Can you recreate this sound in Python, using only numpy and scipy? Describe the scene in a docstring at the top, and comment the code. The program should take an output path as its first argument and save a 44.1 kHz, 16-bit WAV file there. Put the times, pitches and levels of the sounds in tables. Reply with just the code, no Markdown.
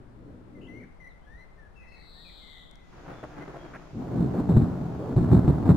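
"""Thunder from an open window

At dusk an old roll dies away while a blackbird sings fluted glides and a finch wheezes in fast sweeps.
The near branches of a new stroke crackle, then the main channel arrives in heavy, rolling booms.
Thunder is a shower of random shocks, dulled by the air, piled into claps and scattered by house fronts.
Wind, a soft hiss, two ticks and a far town lie beneath; the loudest booms overload the small camera."""
import sys
import numpy as np
from scipy import signal
from scipy.fft import rfft, irfft, next_fast_len
from scipy.io import wavfile
from scipy.ndimage import uniform_filter1d

SR = 44100
rng = np.random.default_rng(int(sys.argv[2]) if len(sys.argv) > 2 else 0)


def to_wav(sig):
    """Store sig (one row per channel, or 1-D mono) as 16-bit WAV at the path in sys.argv[1].

    Samples outside -1..1 are clipped; the rate is SR.
    """
    pcm = np.clip(np.atleast_2d(sig), -1, 1) * 32767
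    pcm = np.round(pcm).astype(np.int16)
    wavfile.write(sys.argv[1], SR, pcm.T)  # frames by channels


N = 254279
TIME = np.arange(N) / SR
SIZE = next_fast_len(N, real=True)
FREQ = np.fft.rfftfreq(SIZE, 1 / SR)

SPLIT_HZ = 399  # boom below, crack above
PLAIN_CLAP_HZ = 139  # where brightness depends on pitch, claps above this have more crack, deeper ones less
DEPTH_PER_LIFT = 0.68  # dB by which the deepest bass lags behind each dB of a swell
# the finch's wheeze swells, holds and stops while its pitch sinks and its sweeps widen and close
WHEEZE_START_S, WHEEZE_LENGTH_S, WHEEZE_ATTACK_S, WHEEZE_RELEASE_S = 1.86, 0.95, 0.35, 0.27
WHEEZE_HZ, SAG_HZ_PER_S = 4360, 1100
NARROW_SWEEP_HZ, WIDE_SWEEP_HZ, WIDEST_S = 290, 990, 2.43  # half spans, and the time of the widest
GUST_S, GUST_HALF_WIDTH_S, GUST_LIFT_DB = 1.35, 0.055, 7.5  # one puff of wind on the microphone
HISS_START_S, HISS_RISE_S = 2.736, 0.25
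TOWN_DB = -53.5
WHINE_HZ = 3906  # rate of the clock wobble
TOP_HZ = 15700  # upper limit of the sound


def undb(db):
    """Logarithmic level: decibels to amplitude gain."""
    return 10 ** (np.asarray(db) / 20)


def unit(x):
    """Normalisation of the effective value: scale to rms 1."""
    return x / np.sqrt(np.mean(x ** 2))


def colour(x, points):
    """Spectral shaping: filter by (f/Hz, level/dB) points joined along log frequency."""
    hz, db = np.transpose(points)
    gain = undb(np.interp(np.log(FREQ + 1), np.log(hz), db))
    return irfft(rfft(x, SIZE) * gain, SIZE)[..., :N]


def band(x, hz, kind, order=4):
    """Butterworth filtering: maximally flat in the passband."""
    return signal.sosfilt(signal.butter(order, hz, kind, fs=SR, output="sos"), x)


def walk(rate):
    """Low-pass randomness: held chance values, smoothed twice, with a spread near 1."""
    k = int(SR / rate)
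    steps = np.repeat(rng.standard_normal(N // k + 1), k)
    return 1.3 * uniform_filter1d(uniform_filter1d(steps, k), k)[:N]


def stereo(mid, side):
    """Sum and difference: left and right from mid and side."""
    return np.array([mid + side, mid - side])


def pan(db):
    """Level-difference panning: channel gains for a left-minus-right level."""
    return undb(np.array([[db], [-db]]) / 2)


def gate(start, length, rise, fall):
    """Excitation and decay: a linear rise, a hold, then exponential decay (all in s)."""
    return np.clip((TIME - start) / rise, 0, 1) * np.exp(-np.clip((TIME - start - length) / fall, 0, 20))


def swell(crest, width, lift_db):
    """Gaussian level contour: a smooth rise and fall in dB."""
    return lift_db * np.exp(-((TIME - crest) / width) ** 2)


def steady(x, seconds):
    """Level regulation: hold a stereo sound at rms 1 over the given time, keeping its finer grain."""
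    power = uniform_filter1d(np.mean(x ** 2, axis=0), int(seconds * SR))
    return x / np.sqrt(power + 1e-12)


def shocks(per_s, spread_db):
    """Shot noise: a shower of pressure jumps, one from each kink of the lightning channel."""
    arrives = rng.random(N) < per_s / SR
    return unit(arrives * rng.choice([-1, 1], N) * undb(spread_db * rng.standard_normal(N)))


def thunder(roll, spectrum, per_s, boom_db, crack_db, crack_follows, crack_rise_s, depth_db, depth_db_per_s,
            wall_share, pan_db, clap_db=0, clap_crack_db=0, bright_db_per_octave=0, pitched_db=0, front_db=0):
    """Superposed shocks: dulled by the air, they swell with the roll and pile up into claps."""
    # long stretches of the channel that lift the roll: crest t/s, half width t/s, lift level/dB
    swells = [(0, .03, 5.5), (.3, 0.12, 7), (.58, 0.069, 6), (.77, 0.15, 8), (3.12, 0.056, 4.5),
              (3.48, 0.47, 5), (4.215, 0.089, 16.5), (4.38, 0.077, 6), (4.58, 0.14, 13), (4.85, 0.21, 5),
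              (5.22, 0.051, 7), (5.35, 0.054, 12), (5.51, .07, 5), (5.73, 0.047, 9)]
    # stretches whose shocks arrive together: start t/s, length t/s, relative level/dB, nominal pitch f/Hz
    claps = [(2.932, 0.011, -58, 903), (2.98, 0.034, -50, 91), (3.047, 0.022, -49.5, 997),
             (3.077, 0.043, -38.5, 150), (3.229, 0.021, -36, 600), (3.367, 0.069, -39.5, 280),
             (3.478, 0.028, -40, 350), (3.542, 0.031, -40, 628), (3.631, 0.033, -42.5, 322),
             (3.735, 0.033, -41, 1435), (3.944, 0.083, -32, 254), (4.111, .05, -36, 455),
             (4.184, .062, -23, 185), (4.337, 0.032, -27, 342), (4.376, 0.04, -20.5, 240),
             (4.491, 0.031, -15.5, 180), (4.525, 0.12, -15.5, 120.2), (4.567, .014, -8.5, 125),
             (4.812, 0.051, -28.5, 150), (4.993, 0.1, -35, 478.2), (5.093, 0.054, -25.5, 260),
             (5.165, .027, -14, 139.4), (5.315, 0.036, -8.5, 138.2), (5.367, 0.026, -11.5, 133.8),
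             (5.445, 0.011, -16, 125), (5.479, 0.027, -12, 137), (5.655, 0.027, -21, 219),
             (5.691, 0.0265, -9.5, 160.4)]
    # share of the thunder scattered by the house fronts: f/Hz, side minus mid level/dB
    scatter = [(30, -6), (130, -15), (300, -11), (600, -4), (1400, -5.5), (3000, -0.5), (7000, -10.5),
               (12000, -33.5)]

    start, end = roll
    lift_db = sum(swell(*row) for row in swells if start <= row[0] < end)
    roll_gate = gate(start - .02, end - start, rise=0.022, fall=0.053)
    # boom and crack are powers, so that claps add as unrelated sounds do
    boom = (roll_gate * undb(boom_db + lift_db)) ** 2
    crack = undb(crack_db + crack_follows * lift_db) ** 2
    opening = gate(start - .02, end - start, rise=crack_rise_s, fall=0.015)  # a roll starts dull and brightens
    direct = shocks(per_s, spread_db=0.5)
    pitched = np.zeros(N)
    uneven_time = np.cumsum(1 + 0.32 * walk(1100)) / SR
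    for s, length, low_db, hz in claps:
        if start - .02 <= s < end - .02:
            high_db = low_db + clap_crack_db + bright_db_per_octave * np.log2(hz / PLAIN_CLAP_HZ)
            burst = gate(s, length, rise=0.00062, fall=0.0046)
            boom = boom + (burst * undb(low_db + clap_db)) ** 2
            crack = crack + (burst * undb(high_db)) ** 2
            direct[int((s + .004) * SR)] += undb(front_db)  # one strong shock leads each clap
            # roughly even spacing of the kinks gives each clap a rough pitch
            on = burst > .001
            train = np.sqrt(2) * np.sin(2 * np.pi * hz * uneven_time[on])
            pitched[on] += train * burst[on] * undb(low_db + pitched_db)

    # a nearby wall repeats every shock; the house fronts add a denser scatter from the sides
    direct = direct + wall_share * np.interp(TIME - .0165, TIME, direct)
    scattered = colour(shocks(4000, spread_db=5.5), scatter)
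    air = colour(stereo(unit(direct), scattered), spectrum)
    # the weight of the deepest bass changes steadily as farther parts of the channel arrive
    bass = colour(air, [(60, 0), (110, -8.0), (200, -35.0)])
    elapsed = np.clip(TIME, start, end) - start
    bass_db = depth_db + depth_db_per_s * elapsed - DEPTH_PER_LIFT * lift_db
    air = air + bass * (undb(bass_db) - 1)
    low = steady(band(air, SPLIT_HZ, "low", order=5), seconds=0.0222)
    high = steady(band(air, SPLIT_HZ, "high", order=5), seconds=0.06)
    return (low * np.sqrt(boom) + high * np.sqrt(crack) * opening + pitched) * pan(pan_db)


def gardens(x, t60, wet_db, pan_db):
    """Reverberation: a bird off to the left, with a decaying tail of echoes from walls and trees."""
    t = TIME[:SR]
    sparse = rng.standard_normal((2, SR)) * (rng.random((2, SR)) < .02)
    echoes = sparse * undb(-60 * t / t60) * (t > .008)
    echoes /= np.sqrt(np.sum(echoes ** 2, axis=1, keepdims=True))
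    tail = signal.fftconvolve(x[None], echoes, axes=1)[:, :N]
    return x * pan(pan_db) + undb(wet_db) * tail * pan(2.6)


def whistle(hz, overtone_db):
    """Harmonic synthesis: a bird's nearly pure tone with its octave overtone."""
    phase = 2 * np.pi * np.cumsum(hz) / SR
    return np.sqrt(2) * (np.sin(phase) + undb(overtone_db) * np.sin(2 * phase))


def blackbird(warble_hz, db):
    """Frequency modulation: fluted glides, some of them broken into a fast warble."""
    # start t/s, length t/s, start f/Hz, end f/Hz, relative level/dB, nominal warble depth f/Hz,
    # octave overtone relative to the fundamental level/dB
    notes = [(.546, .051, 2094, 2004, -58.5, 0, -33), (0.606, 0.0755, 2753, 2990, -57.5, 176, -35),
             (0.669, 0.14, 1994, 2178, -50, -7, -32), (0.79, 0.067, 2320, 1863, -54, 206, -32),
             (0.999, 0.039, 2080, 1984, -49, -3, -32), (1.037, 0.053, 1950, 2086, -48.5, 40, -29),
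             (1.088, 0.038, 2120, 1690, -67, 0, -3), (1.213, .05, 1480, 1660, -72, -13, -2),
             (1.26, 0.12, 1670, 1940, -54, -5, -23), (1.366, 0.087, 1966, 2102, -53, 15, -18.5),
             (1.571, .105, 1850, 1630, -56, 0, -27), (1.752, 0.1, 2706, 2487, -57, 130, -25),
             (1.777, 0.33, 1994, 2070, -58.5, 113, -23), (1.861, 0.11, 2630, 2580, -55, 40, -20),
             (2.149, 0.083, 1763, 1950, -61, 2, -30), (2.242, 0.07, 2610, 2175, -54.5, 230, -32),
             (2.397, 0.26, 2110, 1970, -56, 75, -30), (2.695, 0.2, 2150, 1964, -64, 58, -23),
             (3.115, 0.13, 3560, 3380, -65, 70, -30), (3.405, 0.04, 2010, 2080, -49, -3, -28),
             (3.572, .13, 3280, 3240, -64, 56, -27)]
    song = np.zeros(N)
    waver = walk(120)
    uneven_rate = warble_hz * (1 + 0.22 * walk(40))
    warble = np.sin(2 * np.pi * np.cumsum(uneven_rate) / SR) * (0.82 + 0.66 * walk(90))
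    for s, length, first, last, note_db, depth, overtone_db in notes:
        i = np.arange(int(s * SR), int((s + length) * SR))
        hz = np.linspace(first, last, len(i)) + depth * warble[i] + 14 * waver[i]
        envelope = signal.windows.tukey(len(i), .3)
        song[i] += whistle(hz, overtone_db) * envelope * undb(note_db + db)
    return gardens(song, t60=0.58, wet_db=1.0, pan_db=14.5)


def finch(sweeps_hz, db):
    """Sawtooth frequency modulation: a buzz of very fast downward sweeps that sinks as a whole."""
    age, end = TIME - WHEEZE_START_S, WHEEZE_START_S + WHEEZE_LENGTH_S
    centre = WHEEZE_HZ - SAG_HZ_PER_S * np.clip(age, 0, WHEEZE_LENGTH_S)
    sweep = np.interp(TIME, [WHEEZE_START_S, WIDEST_S, end], [NARROW_SWEEP_HZ, WIDE_SWEEP_HZ, NARROW_SWEEP_HZ])
    sings = np.clip(age / WHEEZE_ATTACK_S, 0, 1) * np.clip((end - TIME) / WHEEZE_RELEASE_S, 0, 1)
    cycle = np.cumsum(sweeps_hz * (1 + .07 * walk(110))) / SR % 1
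    tone = whistle(centre + sweep * (1 - 2 * cycle) + 40 * walk(330), overtone_db=-28)
    pulsed = tone * np.sin(np.pi * cycle) * sings  # each sweep fades in and out
    buzz = band(pulsed, 3050, "high", order=10)
    return gardens(buzz * undb(db), t60=.65, wet_db=1, pan_db=12)


def hiss(db):
    """Incoherent noise: smooth treble, unrelated left and right, that comes up as the new stroke nears."""
    points = [(800, -14.0), (2200, 2), (4000, -4.5), (7000, -7), (8200, -29.0), (14000, -29.5)]
    air = colour(rng.standard_normal((2, N)), points)
    return unit(air) * undb(db) * np.clip((TIME - HISS_START_S) / HISS_RISE_S, 0, 1)


def ticks():
    """Impulsive noise: tiny dry clicks of plastic."""
    # clicks of the camera body in the hand: t/s, level/dB
    tick_rows = [(2.712, -53.5), (2.756, -55)]
    strength = sum(undb(db) * gate(s, .0005, rise=0.00032, fall=0.001) for s, db in tick_rows)
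    grain = band(rng.standard_normal((2, N)), [2500, 8000], "band", order=2)
    return strength * unit(grain) * pan(6.1)


def wind(db):
    """Turbulent pressure: soft low buffeting on the microphone, with one gust."""
    gusts = stereo(rng.standard_normal(N), undb(-12.5) * rng.standard_normal(N))
    buffeting = steady(band(gusts, [14, 65], "band", order=2), seconds=0.12)
    return buffeting * undb(db + swell(GUST_S, GUST_HALF_WIDTH_S, GUST_LIFT_DB))


def town():
    """Shaped diffuse noise: far traffic with a slight drone, wavering a little."""
    # colour of the quiet town: f/Hz, relative level/dB per Hz
    town_colour = [(30, 4), (60, 0), (90, -17), (135, -8.5), (165, 0), (195, -6.5), (400, -11),
                   (700, -12.5), (1500, -19.5), (2800, -32.5), (4300, -37), (6000, -43), (10000, -46.5),
                   (15000, -60)]
    murk = colour(stereo(rng.standard_normal(N), rng.standard_normal(N)), town_colour)
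    return unit(murk) * undb(TOWN_DB + 0.25 * walk(11.0)) * pan(4.35)


def scene():
    """Linear superposition: rolls of thunder over the birds and the town."""
    # colour of the old roll, the near branches and the main channel: f/Hz, relative level/dB per Hz
    old_colour = [(25, -17), (50, -15), (120, 3), (177, -2), (238, 3), (400, -4.5), (600, -9.5), (900, -47),
                  (2000, -63)]
    near_colour = [(20, -31), (40, -9), (98, -10.5), (152, 10.5), (206, -8), (296, 2), (450, -4.5),
                   (650, -3), (917, -8), (1400, -9), (2200, -20), (3400, -33), (7000, -47.5), (14000, -53)]
    main_colour = [(20, -23.5), (45, -24.5), (75, -3.5), (115, -2.5), (160, 2), (205, -3), (270, -3.5),
                   (390, -12.5), (520, -23), (700, -21.5), (1500, -37), (2800, -59), (7000, -70),
                   (10000, -69)]
    # each roll is (start s, end s); the main channel comes in two peals
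    old = thunder((-.1, .86), old_colour, per_s=1300, boom_db=-53.5, crack_db=-73, crack_follows=2.37,
                  crack_rise_s=.03, depth_db=14.5, depth_db_per_s=-14, wall_share=0.39, pan_db=2.5)
    near = thunder((2.93, 3.94), near_colour, per_s=900, boom_db=-54, crack_db=-57.5, crack_follows=1.56,
                   crack_rise_s=0.023, depth_db=14, depth_db_per_s=-11, wall_share=0.4, pan_db=0.9,
                   clap_db=-7.0, clap_crack_db=-7.5, bright_db_per_octave=0.0, pitched_db=-5.0, front_db=18.5)
    first = thunder((3.94, 5.165), main_colour, per_s=1100, boom_db=-38, crack_db=-41.5, crack_follows=0.18,
                    crack_rise_s=0.12, depth_db=0, depth_db_per_s=6.5, wall_share=0.27, pan_db=0.34,
                    clap_db=-9.5, clap_crack_db=-23.0, bright_db_per_octave=8, pitched_db=-5.0, front_db=18.5)
    second = thunder((5.165, 5.85), main_colour, per_s=1100, boom_db=-28.0, crack_db=-37, crack_follows=0.21,
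                     crack_rise_s=0.031, depth_db=10.5, depth_db_per_s=-7, wall_share=0.29, pan_db=0.3,
                     clap_db=-5, clap_crack_db=-21.0, bright_db_per_octave=14, pitched_db=-7.5, front_db=19)
    birds = blackbird(warble_hz=65.8, db=-8.0) + finch(sweeps_hz=167.5, db=-55.0)
    background = hiss(db=-64.0) + ticks() + wind(db=-56.5) + town()
    return old + near + first + second + birds + background


def record(dry):
    """Saturation and clock jitter: the camera flattens peaks; its wobbling clock adds a metallic whine."""
    ceiling = .52
    held = dry / (1 + (dry / ceiling) ** 8) ** (1 / 8)
    held = held * np.clip((TIME[-1] - TIME) / .006, 0, 1)  # short closing fade
    # timing error in samples: it mirrors every sound around multiples of the wobble rate
    early = sum(undb(-18.0 - 5.3 * k) * 2 * np.cos(2 * np.pi * (k + 1) * WHINE_HZ * TIME) for k in range(4))
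    shifted = held + early * np.gradient(held, axis=1)
    return signal.sosfilt(signal.ellip(8, .2, 70, TOP_HZ, fs=SR, output="sos"), shifted)


dry = scene()
out = record(dry)
to_wav(out)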